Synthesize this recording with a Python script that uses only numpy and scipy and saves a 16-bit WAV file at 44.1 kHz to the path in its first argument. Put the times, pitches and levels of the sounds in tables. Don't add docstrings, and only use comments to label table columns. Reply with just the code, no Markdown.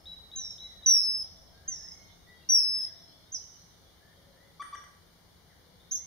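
import sys
import numpy as np
from scipy import signal
from scipy.fft import rfft, irfft
from scipy.io import wavfile
from scipy.ndimage import uniform_filter1d

SR = 44100
rng = np.random.default_rng(int(sys.argv[2]) if len(sys.argv) > 2 else 0)


def to_wav(s):
    ch = np.atleast_2d(s).T
    pcm = np.round(np.clip(ch, -1, 1) * 32767)
    wavfile.write(sys.argv[1], SR, pcm.astype(np.int16))


N = 267246
TIME, FREQS = np.arange(N) / SR, np.fft.rfftfreq(N, 1 / SR)


def gain_of(db):
    return 10 ** (np.asarray(db) / 20)


def unit_rms(x):
    return x / np.sqrt(np.mean(x ** 2) + 1e-20)


def curve(points):
    f, value = np.transpose(points)
    return np.interp(np.log(FREQS + 1), np.log(f + 1), value)


def fader(points):
    return gain_of(np.interp(TIME, *np.transpose(points)))


def add(mix, start, sound):
    part = mix[..., max(round(start * SR), 0):][..., :sound.shape[-1]]
    part += sound[..., :part.shape[-1]]


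def pan(left_db):
    return gain_of(np.array([[left_db], [-left_db]]) / 2)


def drift(n, rate_hz):
    lowpass = np.exp(-(np.fft.rfftfreq(SR, 1 / SR) / rate_hz) ** 2)
    loop = unit_rms(irfft(rfft(rng.standard_normal(SR)) * lowpass, SR))
    return loop[np.arange(n) % SR]


def noise(eq):
    return unit_rms(irfft(rfft(rng.standard_normal(N)) * gain_of(curve(eq)), N))


def syrinx(rows, waver, flutter_db):
    times, pitch, level = np.transpose(rows)
    t = np.arange(times[0], times[-1], 1 / SR)
    hz = uniform_filter1d(np.interp(t, times, pitch), size=130) * (1 + waver * drift(len(t), 310))
    attack, release = (t - t[0]) / .0012, (t[-1] - t) / .007
    gate = np.sin(np.pi / 2 * np.clip(np.minimum(attack, release), 0, 1)) ** 2
    db = np.interp(t, times, level) + flutter_db * drift(len(t), 120)
    return 2 * np.pi * np.cumsum(hz) / SR, gate * gain_of(db)


def soft_note(rows, waver):
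    phase, envelope = syrinx(rows, waver, flutter_db=3)
    return envelope * signal.windows.tukey(len(envelope), .4) * np.sin(phase)


def trees(x, t60, build):
    t = np.arange(round(1.5 * SR)) / SR
    taps = rng.choice([-1., 1.], (2, len(t))) * (rng.random((2, len(t))) < 3000 / SR)
    taps *= gain_of(-60 * t / t60) * (1 - np.exp(-t / build)) ** 2
    taps /= np.linalg.norm(taps, axis=1, keepdims=True)
    return signal.fftconvolve(np.atleast_2d(x), taps, axes=1)[:, :N]


# f/Hz, relative level/dB
HISS_EQ = [(15, -30.5), (30, -11), (96, 2), (129, -5.5), (169, 1.5), (215, -8), (450, -9), (700, -11.5),
           (1300, -15), (2100, -16.5), (3300, -17), (4600, -15.5), (7000, -23), (9000, -24), (15500, -26)]
# f/Hz, relative level/dB
RUMBLE_EQ = [(25, -12), (55, 1.5), (85, -0.5), (125, -14), (168, -2), (220, -17.5), (420, -23.5),
             (660, -13), (1000, -22), (2500, -49)]
# t/s, level/dB
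RUMBLE_RIDE = [(0, -61), (2.1, -62), (2.8, -68), (6, -68.5)]
# f/Hz, left-right correlation
BED_CORRELATION = [(30, 0.88), (80, .93), (170, 0.53), (350, 0.43), (900, 0.3), (3000, 0), (15000, 0.082)]


def outdoor_air():
    hiss_gain, ebb = gain_of(-60.5), fader(RUMBLE_RIDE)
    left, other = (rfft(hiss_gain * noise(HISS_EQ) + ebb * noise(RUMBLE_EQ)) for _ in range(2))
    shared = curve(BED_CORRELATION)
    right = shared * left + np.sqrt(1 - shared ** 2) * other
    return pan(2.3) * irfft(np.array([left, right]), N)


# t/s, level/dB
CHORUS_RIDE = [(0, -78.5), (1.1, -69.5), (2.8, -66), (3.8, -70.5), (5, -79), (6, -75)]


def far_chorus():
    chirps = np.zeros(N)
    for when, pitch, glide, span in rng.random(size=(300, 4)):
        t = np.arange(round((.02 + .04 * span) * SR)) / SR
        hz = (3200 + 1300 * pitch ** 2) * (1 + 5 * (glide - .5) * t)
        add(chirps, when * N / SR, np.hanning(len(t)) * np.sin(2 * np.pi * np.cumsum(hz) / SR))
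    return fader(CHORUS_RIDE) * unit_rms(trees(chirps, t60=0.23, build=0.018))


# f/Hz, level/dB, decay/(dB/s), length/s
OPENING_RING = (5258.5, -56, 94.5, 2)


def opening_ring():
    out = np.zeros(N)
    hz, db, decay, length = OPENING_RING
    phase, envelope = syrinx([(0, hz, db), (length, hz, db - decay * length)], waver=0.012, flutter_db=4)
    add(out, 0, envelope * np.sin(phase))
    return out


# t/s, level/dB
PIPE_CUES = [(0.056, -45), (0.315, -46.5), (0.582, -45), (0.823, -46)]


def small_bird():
    pipes = np.zeros(N)
    t = np.linspace(0, .09, 60)
    hz = 3907 - 353 * np.exp(-t / .0065)
    for start, db in PIPE_CUES:
        phase, envelope = syrinx(np.transpose([t, hz, np.full_like(t, db)]), waver=0.0024, flutter_db=3.5)
        add(pipes, start, envelope * np.sin(phase))
    return pan(3) * (gain_of(-2.5) * pipes + gain_of(-0.5) * trees(pipes, t60=0.62, build=0.0026))


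# t/s, length/s, first f/Hz, last f/Hz, level/dB
SLUR_CUES = [(0.306, 0.14, 1700, 1670, -68), (0.596, .26, 2195, 1655, -67), (1.519, 0.17, 1558, 1617, -64),
             (1.879, 0.23, 2120, 2123, -62), (2.26, 0.091, 1920, 1931, -56.5),
             (2.404, .067, 2790, 2704, -60), (3.996, 0.138, 1633, 1830, -63.5),
             (4.327, 0.17, 1657, 2114, -64), (5.49, 0.056, 2200, 1493, -62), (5.992, .08, 1980, 2260, -64)]


def songbird_slurs(arch_hz=38.7):
    out = np.zeros(N)
    progress = np.linspace(0, 1, 60)
    for start, length, first, last, db in SLUR_CUES:
        hz = first + (last - first) * progress + arch_hz * np.sin(np.pi * progress)
        rows = np.transpose([progress * length, hz, np.full_like(hz, db)])
        add(out, start, soft_note(rows, waver=0.0093))
    return out


def whistle_contour(length, rise, fall, hold, top_hz, settled_hz, db, top_db, settled_db):
    scoop_hz_per_s, sag_hz, droop_hz, droop_s = 48000, 130, 150, 0.014
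    knee = 0.32
    t = np.linspace(0, length, 400)
    scoop = np.clip(1 - t / rise, 0, 1) ** 2
    fallen = np.clip((t - rise) / fall, 0, 1)
    sag = np.clip((t - rise - fall) / max(length - rise - fall, fall), 0, 1) ** 2.5
    droop = np.clip(1 - (length - t) / droop_s, 0, 1)
    hz = settled_hz + (top_hz - settled_hz) * (1 - fallen ** hold) ** 2
    hz -= scoop_hz_per_s * rise * scoop + sag_hz * sag + droop_hz * droop
    level = db + np.interp(fallen, [0, knee, 1], [top_db, 0, settled_db])
    level -= 7.5 * scoop + 4.5 * sag + 2.5 * droop
    return np.transpose([t, hz, level])


# t/s, length/s, rise/s, fall/s, hold (higher stays longer at the top),
# top f/Hz, settled f/Hz, knee level/dB, top offset/dB, settled offset/dB,
# overtone trim/dB, pan left/dB, early send/dB, tail send/dB
WHISTLE_CUES = [ (0.358, 0.21, .010, 0.09, 1.5, 6404, 5480, -38, 7, -3.5, -31, -1.5, -10.5, 5.5),
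                (.860, 0.37, 0.0071, 0.17, 1.27, 6002, 5275, -15.5, 0, -12, -22.5, -0.5, -1.5, -2.5),
                (1.677, 0.27, 0.0086, 0.11, 1.32, 6390, 5353, -35, 4, -10.5, -33, -2, -6, 7),
                (2.489, 0.37, 0.0074, 0.14, 1.34, 5885, 5267, -16, -4, -11, -22.5, 1.5, 0, 0),
                (3.319, 0.062, 0.015, 0.045, 1.35, 6466, 4990, -27.5, -6.5, -14.5, -31, -3.5, -2, 8),
                (5.911, .058, .017, 0.05, 2.7, 6445, 5260, -30, 4, -4.5, -15.5, -1.5, 2, 7)]


def kingfisher(right_lag_s=0.038e-3):
    direct, early_bus, tail_bus = np.zeros((3, 2, N))
    for start, *contour, overtone_db, pan_db, early_db, tail_db in WHISTLE_CUES:
        rows = whistle_contour(*contour)
        strength = gain_of(np.max(rows[:, 2]) + 14.5)
        phase, envelope = syrinx(rows, waver=0.00099 / strength, flutter_db=0.5 / strength)
        hz = np.gradient(phase) * SR / (2 * np.pi)
        phase = np.array([phase, phase - 2 * np.pi * hz * right_lag_s])
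        tone = envelope * pan(pan_db) * np.sin(phase)
        throat = gain_of(overtone_db - 3.5 - 60 * np.log2(hz / 5270))
        overtones = envelope * throat * pan(18.2) * (np.sin(2 * phase) + gain_of(-20) * np.sin(3 * phase))
        add(direct, start, tone + overtones)
        add(early_bus, start, gain_of(early_db) * (tone + overtones))
        add(tail_bus, start, gain_of(tail_db) * tone)
    early = gain_of(-6.5) * trees(early_bus, t60=0.14, build=0.0051)
    tail = gain_of(-16) * trees(tail_bus, t60=1.026, build=0.005)
    return direct + bank_echoes(early_bus) + early + tail


# left delay/ms, right delay/ms, level/dB
BANK_TAPS = [(13.3, 5.9, -11.5), (21.82, 55, -15.5), (34.3, 20.2, -10), (168, 180, -42.5)]


def bank_echoes(x):
    out = np.zeros((2, N))
    for left_ms, right_ms, db in BANK_TAPS:
        add(out[0], left_ms / 1000, gain_of(db) * x[0])
        add(out[1], right_ms / 1000, gain_of(db) * x[1])
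    return out


# t/s, length/s, f/Hz, level/dB
HOOT_CUES = [(1.102, 0.51, 657, -68.5), (2.551, .75, 661, -68.5), (3.798, 0.11, 520, -68),
             (4.099, .45, 548, -64.5), (5.55, 0.24, 496, -68)]


def hoots():
    out = np.zeros(N)
    for start, length, hz, db in HOOT_CUES:
        add(out, start, soft_note([(0, hz, db), (length, hz, db)], waver=.06))
    return out


# t/s, length/s, centre f/Hz, swing/Hz, rate/Hz, level/dB
WARBLE_CUES = [(1.632, .29, 1863, 163.3, 5.6, -63.5), (2.724, 0.25, 1845, 214, 10.5, -64),
               (5.793, 0.04, 3590, 150, 18, -59), (5.891, 0.054, 3840, 397, 21, -57.5)]


def songbird_warbles():
    out = np.zeros(N)
    for start, length, centre, swing, rate, db in WARBLE_CUES:
        t = np.linspace(0, length, 60)
        hz = centre - swing * np.cos(2 * np.pi * rate * t)
        add(out, start, soft_note(np.transpose([t, hz, np.full_like(t, db)]), waver=0.0093))
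    return out


# t/s, length/s, tone level/dB, rasp level/dB, ring f/Hz, ring level/dB
YELP_CUES = [(4.596, 0.031, -33.5, -43, 8990, -53.5), (4.725, 0.0298, -35, -43, 5806, -49.5),
             (4.83, 0.012, -56, -53, 5950, -76)]
YELP_TIMBRE = [-1.5, -23, -24, -28.5, -28.5, -50]
# f/Hz, relative level/dB
RASP_EQ = [(500, -19), (1100, -4), (1500, -3), (2000, 3), (2400, -34), (3200, -5.5), (4200, -44),
           (5800, -20), (7000, -19.5), (9100, -15), (10500, -42)]


def coot(hz=1155):
    tone, bright, ring = np.zeros((3, N))
    rasp = noise(RASP_EQ)
    for start, length, db, rasp_db, ring_hz, ring_db in YELP_CUES:
        contour = [(0, .96 * hz, db - 11), (.22 * length, .99 * hz, db),
                   (.8 * length, 1.01 * hz, db), (length, .98 * hz, db - 5)]
        phase, envelope = syrinx(contour, waver=.008, flutter_db=.3)
        partials = [gain_of(level) * envelope * np.sin(k * phase) for k, level in enumerate(YELP_TIMBRE, 1)]
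        hoarseness = 1 + 0.56 * drift(len(envelope), 296)
        add(tone, start, partials[0])
        add(bright, start, sum(partials[1:]) * hoarseness)
        closing_burst = np.exp(-((TIME - start - length + 0.001) / 0.005) ** 2)
        bright += gain_of(rasp_db) * rasp * closing_burst
        held = [(0, ring_hz, ring_db), (length, ring_hz, ring_db)]
        phase, envelope = syrinx(held, waver=0.021, flutter_db=2)
        add(ring, start, envelope * np.sin(phase))
    yelps = pan(2) * (tone + bright)
    reverb = gain_of(-6.5) * trees(tone + gain_of(6.5) * bright, t60=0.67, build=0.0068)
    out = yelps + reverb + trees(ring, t60=0.49, build=0.015)
    add(out, .037, gain_of(-13) * yelps)
    return out


def scene():
    far_bus = opening_ring() + songbird_slurs() + hoots() + songbird_warbles()
    far_voices = gain_of(-4.5) * far_bus + gain_of(-3) * trees(far_bus, t60=.7, build=.01)
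    return outdoor_air() + far_chorus() + far_voices + small_bird() + kingfisher() + coot()


# f/Hz, width/Hz
NOTCH_EQ = [(2600, 230), (7700, 550)]


def record(dry, cutoff_hz=15650):
    notches = [1 - 0.93 * np.exp(-((FREQS - hz) / width) ** 2) for hz, width in NOTCH_EQ]
    notched = irfft(rfft(dry) * np.prod(notches, axis=0), N)
    high_cut = signal.firwin(511, cutoff_hz, window=("kaiser", 9), fs=SR)
    return signal.oaconvolve(notched, high_cut[None], "same")


dry = scene()
out = record(dry)
to_wav(out)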